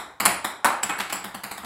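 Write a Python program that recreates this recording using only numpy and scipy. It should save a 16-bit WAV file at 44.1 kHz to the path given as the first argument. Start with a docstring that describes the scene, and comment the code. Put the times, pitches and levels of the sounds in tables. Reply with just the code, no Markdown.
"""A bare, echoing room with a wood-look floor, where two hollow plastic balls bounce.
One settles, its bounces coming ever faster. The other is thrown: it cracks off the floor,
knocks the backboard of a plastic game grid and, just after a dry click, rattles down into a slot.
Each impact is a short force pulse that excites the damped modes of the shell and the struck surface.
The room reverberates the clicks and the shells' ring, over a faint steady hush."""
import sys
import numpy as np
from scipy import signal
from scipy.fft import rfft, irfft, next_fast_len
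from scipy.io import wavfile

SR = 44100
rng = np.random.default_rng(int(sys.argv[2]) if len(sys.argv) > 2 else 0)


def int16_out(signal):
    """Quantize to a 16-bit WAV file."""
    q = np.round(np.clip(np.atleast_2d(signal).T, -1, 1) * 32767)
    wavfile.write(sys.argv[1], SR, q.astype(np.int16))


N = 72765


def amp(db):
    """Decibels express an amplitude ratio on a logarithmic scale."""
    return 10 ** (np.asarray(db) / 20)


def curve_at(points, hz):
    """Interpolation of (Hz, value) points on a logarithmic frequency axis."""
    point_hz, values = np.transpose(points)
    return np.interp(np.log(hz + 1), np.log(point_hz + 1), values)


def unit_energy(x):
    """Normalisation: the squared samples sum to 1."""
    return x / np.linalg.norm(x)


def add(track, start_s, sound):
    """Superposition: a sound adds to the track, and may begin before time zero."""
    i = round(start_s * SR)
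    part = sound[max(-i, 0):N - i]
    track[max(i, 0):][:len(part)] += part


def decay(t, t60):
    """Exponential damping: the level falls 60 dB in t60 seconds."""
    return np.exp(-np.log(1000) * t / t60)


def swell(sound, rise_s):
    """Inertia: a large surface takes time to start moving. The result has unit energy."""
    t = np.arange(len(sound)) / SR
    return unit_energy(sound * (1 - np.exp(-t / rise_s)) ** 2)


def coloured_noise(spectrum, size):
    """Spectral shaping: white noise takes on the given envelope."""
    gain = amp(curve_at(spectrum, np.fft.rfftfreq(size, 1 / SR)))
    return irfft(rfft(rng.standard_normal(size)) * gain, size)


# Spectrum of the room's air. Each row: frequency in Hz, relative level in dB.
AIR_SPECTRUM = [(25, -15), (55, 18.5), (120, 19), (220, 7), (1000, -11), (8000, -7), (16000, -15)]
def room_tone(rms_db=-64.5):
    """Ambient noise: faint steady air, strongest in the bass."""
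    return amp(rms_db) * np.sqrt(N) * unit_energy(coloured_noise(AIR_SPECTRUM, N))


# Reverberation time of the room. Each row: frequency in Hz, T60 in seconds.
REVERB_TIMES = [(100, 0.24), (400, 0.67), (1000, .57), (2800, 0.47), (7500, 0.38), (15000, 0.22)]
# Early reflections from the near walls. Each row: delay in seconds, relative gain.
WALL_REFLECTIONS = [(.002, 0.46), (.0052, 0.8), (.013, 0.35)]
def room(sound, direct, size=32768):
    """Reverberation: convolution with the direct path, wall echoes, early scatter and a diffuse tail."""
    t = np.arange(size) / SR
    hz, frame_s, spectra = signal.stft(rng.standard_normal(size), SR, nperseg=256)
    spectra = spectra * decay(frame_s, curve_at(REVERB_TIMES, hz)[:, None])
    tail = signal.istft(spectra, SR, nperseg=256)[1][:size]
    scatter = rng.standard_normal(size) * decay(t, t60=0.078)
    tail_rise_s, wall_smear_s = 0.0085, 0.0024
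    response = 0.87 * unit_energy(tail * (1 - np.exp(-t / tail_rise_s))) + 0.5 * unit_energy(scatter)
    response[0] += direct
    for delay_s, gain in WALL_REFLECTIONS:
        smear = (t >= delay_s) * np.exp(-np.abs(t - delay_s) / wall_smear_s)
        response += gain * unit_energy(rng.standard_normal(size) * smear)
    return signal.fftconvolve(sound, unit_energy(response))


def contact_pulse(spectrum, lift_db=0, contact_ms=0, release=0, size=32768):
    """Interference: the press and its weaker release, contact_ms apart, notch the treble."""
    hz = np.fft.rfftfreq(size, 1 / SR)
    lift_ramp = curve_at([(1270, 0), (5330, 1)], hz)
    notch_ramp = curve_at([(1380, 0), (3000, 1)], hz)
    comb = np.abs(1 + release * notch_ramp * np.exp(-2j * np.pi * hz * contact_ms / 1000))
    magnitude = amp(curve_at(spectrum, hz) + lift_db * lift_ramp) * comb
    # Folding the cepstrum gives a causal, minimum-phase pulse.
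    cepstrum = irfft(np.log(magnitude))
    cepstrum[1:size // 2] *= 2
    cepstrum[size // 2 + 1:] = 0
    return unit_energy(irfft(np.exp(rfft(cepstrum))))


def ring(modes, db_per_octave=0, detune=0.0029, size=32768):
    """Free vibration: a sum of damped modes, whose levels and pitches vary a little at each strike."""
    t = np.arange(size) / SR
    out = np.zeros(size)
    for hz, db, t60 in modes:
        gain = amp(db + db_per_octave * np.log2(hz / modes[0][0]) + rng.normal(0, 1))
        struck_hz = hz * (1 + detune * rng.standard_normal())
        out += gain * decay(t, t60) * np.sin(2 * np.pi * struck_hz * t)
    return unit_energy(out)


# Modes of the floor. Each row: frequency in Hz, relative level in dB, T60 in seconds.
FLOOR_MODES = [(120.8, -6.5, 0.28), (193.3, 5.5, 0.33), (383, -3, 0.27), (571, -3.5, 0.25),
               (701, 10.5, 0.24), (854, 8, 0.22), (1085, -1, 0.3)]
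# The room's bass after a thump. Each row: frequency in Hz, relative level in dB.
RUMBLE_SPECTRUM = [(25, -31), (57, 7), (120, 5), (200, -3), (400, -42), (1000, -70)]
def floor_thump(ring_db, db_per_octave=0, rise_s=0.0061, size=32768):
    """Impact excitation: the floor booms with a sinking pitch and rings, and the room rumbles on."""
    t = np.arange(size) / SR
    rest_hz, drop_hz, drop_s = 181, 73.6, 0.018
    boom_hz = rest_hz + drop_hz * np.exp(-t / drop_s)
    boom = np.sin(2 * np.pi * np.cumsum(boom_hz) / SR) * decay(t, t60=0.21)
    rumble = coloured_noise(RUMBLE_SPECTRUM, size) * decay(t, t60=0.98)
    ringing = ring(FLOOR_MODES, db_per_octave)
    return swell(boom, rise_s) + amp(ring_db) * swell(ringing, rise_s) + amp(-16) * swell(rumble, rise_s)


# Modes of a ball's shell. Each row: frequency in Hz, relative level in dB, T60 in seconds.
SHELL_MODES = [(7752, -6, 0.039), (7733, -7, 0.047), (9610, 2.5, 0.022), (9540, 0.5, 0.023),
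               (11080, -1.5, 0.023), (11900, -0.5, 0.03), (12760, -11, .016)]
def shell_ring(db, gentle=False):
    """Shell resonance: a hollow ball rings high, and gentle contacts excite mostly its lowest modes."""
    return amp(db) * ring(SHELL_MODES, db_per_octave=-35.5 if gentle else 0)


# Spectrum of the click and the rattle. Each row: frequency in Hz, relative level in dB.
CLICK_SPECTRUM = [(60, -23), (300, -7), (500, -11.5), (850, -1), (1500, 2), (2500, -2), (4000, -8.5),
                  (6300, -19), (12000, -15.5), (16000, -33)]
# Modes of the grid's frame. Each row: frequency in Hz, relative level in dB, T60 in seconds.
FRAME_MODES = [(311.5, 0.5, 0.11), (811, 6, 0.13), (1306, 7, 0.072), (1799, -5.5, 0.37), (2225, -11, 0.84),
               (2315, -9, 0.23), (2515, -5, 0.34)]
# First a short, dry, bright click that stops abruptly, then the rattle. Each row: start in seconds,
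# click level in dB, treble lift in dB, shell level in dB, direct gain, frame level in dB.
CLICKS = [(.8335, -3, 4, 2, 1.6, -27), (0.8923, 4, -7, -3, .2, 2.5), (.903, 1.5, -12, -12.5, 0.33, -0.5),
          (1.0, 3.5, 3, -11, 0.3, -9), (1.097, -3.5, 5, -23, 0.3, -8), (1.646, -4.5, 8, -26, 0.15, -15)]
PLASTIC_RISE_S = 0.0023
def click_and_rattle():
    """Transients: a dry click sounds, then the ball's collisions in the slot ring the grid's frame."""
    out = np.zeros(N)
    for start_s, click_db, lift_db, shell_db, direct, frame_db in CLICKS:
        click = amp(click_db) * contact_pulse(CLICK_SPECTRUM, lift_db)
        add(out, start_s, room(click + shell_ring(shell_db, gentle=True), direct))
        add(out, start_s, amp(frame_db) * swell(ring(FRAME_MODES), PLASTIC_RISE_S))
    return out


# Spectrum of a light bounce. Each row: frequency in Hz, relative level in dB.
BOUNCE_SPECTRUM = [(60, -18.5), (300, -3), (530, -6.5), (780, 2.5), (1150, 3), (2000, -3.5), (3300, -10),
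                   (3800, -6), (4400, -10), (6200, -21), (9000, -12.5), (12300, -11), (13800, -18),
                   (16000, -17)]
# Bounces, each on a different spot of the shell. Each row: start in seconds, click level in dB,
# treble lift in dB, contact time in ms, shell level in dB, thump level in dB.
SETTLING_BOUNCES = [(-.05, 4.5, -2, 0.54, -9, -14.5), (.2, 9, -0.5, 0.42, -5.5, -7.5),
                    (0.4442, 5.5, -1, 0.55, -8, -14), (0.654, 8.5, -6, 0.46, -15, -12.5),
                    (0.8291, 2.5, 2, 0.37, 0, -8.5), (0.984, -2, -1.5, 0.69, -13, -8),
                    (1.124, 4.5, 2, 0.39, 1, -9), (1.241, -1.5, -1, 0.58, -35, -10),
                    (1.344, -4, -1, 0.65, -21, -12.5), (1.435, -0.5, 1.5, 0.43, -21.5, -14.5),
                    (1.511, -2.5, 0, 0.45, -12.5, -19.5), (1.575, -6, 0.5, 0.59, -30, -16),
                    (1.632, -9.5, -22, 0.4, -20, -6.5)]
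def settling_ball():
    """Inelastic rebound: each bounce loses energy, so the next flight is shorter."""
    out = np.zeros(N)
    for start_s, click_db, lift_db, contact_ms, shell_db, thump_db in SETTLING_BOUNCES:
        click = amp(click_db) * contact_pulse(BOUNCE_SPECTRUM, lift_db, contact_ms, release=0.8)
        add(out, start_s, room(click + shell_ring(shell_db, gentle=True), direct=0.06))
        # Light bounces barely reach the floor's upper modes.
        add(out, start_s, amp(thump_db) * floor_thump(ring_db=-3.5, db_per_octave=-4))
    return out


# Spectrum of the hard bounce. Each row: frequency in Hz, relative level in dB.
CRACK_SPECTRUM = [(60, -26), (300, -1.5), (480, -7), (700, 3), (1200, 5), (2000, 1), (2900, -6),
                  (3600, -0.5), (4900, -12), (6100, -13), (9000, -13), (12000, -16), (16000, -26)]
# The thrown ball's landing. One row: start in seconds, crack level in dB, contact time in ms,
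# shell level in dB, thump level in dB.
LANDING = (.254, 13.8, 0.4115, 14.1, 0.55)
def thrown_ball():
    """Impulsive excitation: one hard bounce drives the full range of shell and floor modes."""
    out = np.zeros(N)
    start_s, crack_db, contact_ms, shell_db, thump_db = LANDING
    crack = amp(crack_db) * contact_pulse(CRACK_SPECTRUM, contact_ms=contact_ms, release=0.8)
    add(out, start_s, room(crack, direct=0.29) + room(shell_ring(shell_db), direct=1))
    add(out, start_s, amp(thump_db) * floor_thump(ring_db=3.5))
    return out


# Spectrum of a knock on the backboard. Each row: frequency in Hz, relative level in dB.
KNOCK_SPECTRUM = [(60, -22), (160, -39), (260, -7), (400, -15.5), (520, -2), (850, 2), (1500, 2),
                  (2000, -8.5), (2700, -5), (3500, -21), (6500, -22), (11500, -24), (16000, -41)]
# Modes of the backboard. Each row: frequency in Hz, relative level in dB, T60 in seconds.
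BOARD_MODES = [(237.3, 0.5, 0.43), (630, -8, 0.25), (794, -6, 1), (858, 2, 0.55), (919, 1, 0.54),
               (1010, 15, 0.077), (1135, 8.5, 0.2), (1831, 5, .12), (1505, 12.5, 0.081)]
# The strike and its slap back. Each row: start in seconds, knock level in dB, contact time in ms,
# shell level in dB, board level in dB.
BOARD_KNOCKS = [(0.6459, 13, 0.55, 3, 10.5), (.656, 7.5, 0.62, -14, 4.5)]
def backboard_knock():
    """Plate resonance: struck by the thrown ball, the board rings hollow and slaps back in its mount."""
    out = np.zeros(N)
    for start_s, knock_db, contact_ms, shell_db, board_db in BOARD_KNOCKS:
        knock = amp(knock_db) * contact_pulse(KNOCK_SPECTRUM, contact_ms=contact_ms, release=0.59)
        add(out, start_s, room(knock + shell_ring(shell_db), direct=0.91))
        add(out, start_s, amp(board_db) * swell(ring(BOARD_MODES), PLASTIC_RISE_S))
    return out


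def scene():
    """Superposition: all the sources sum in mono."""
    return (settling_ball() + thrown_ball() + backboard_knock() + click_and_rattle() + room_tone())[None]


def record(dry):
    """Clipping and band limiting: peaks stop at full scale, then a steep low-pass cuts the top."""
    size = next_fast_len(N + SR // 2)
    cutoff_hz = 15800
    low_pass = 1 / np.sqrt(1 + (np.fft.rfftfreq(size, 1 / SR) / cutoff_hz) ** 160)
    return irfft(rfft(np.clip(dry, -1, 1), size) * low_pass, size)[..., :N]


dry = scene()
out = record(dry)
int16_out(out)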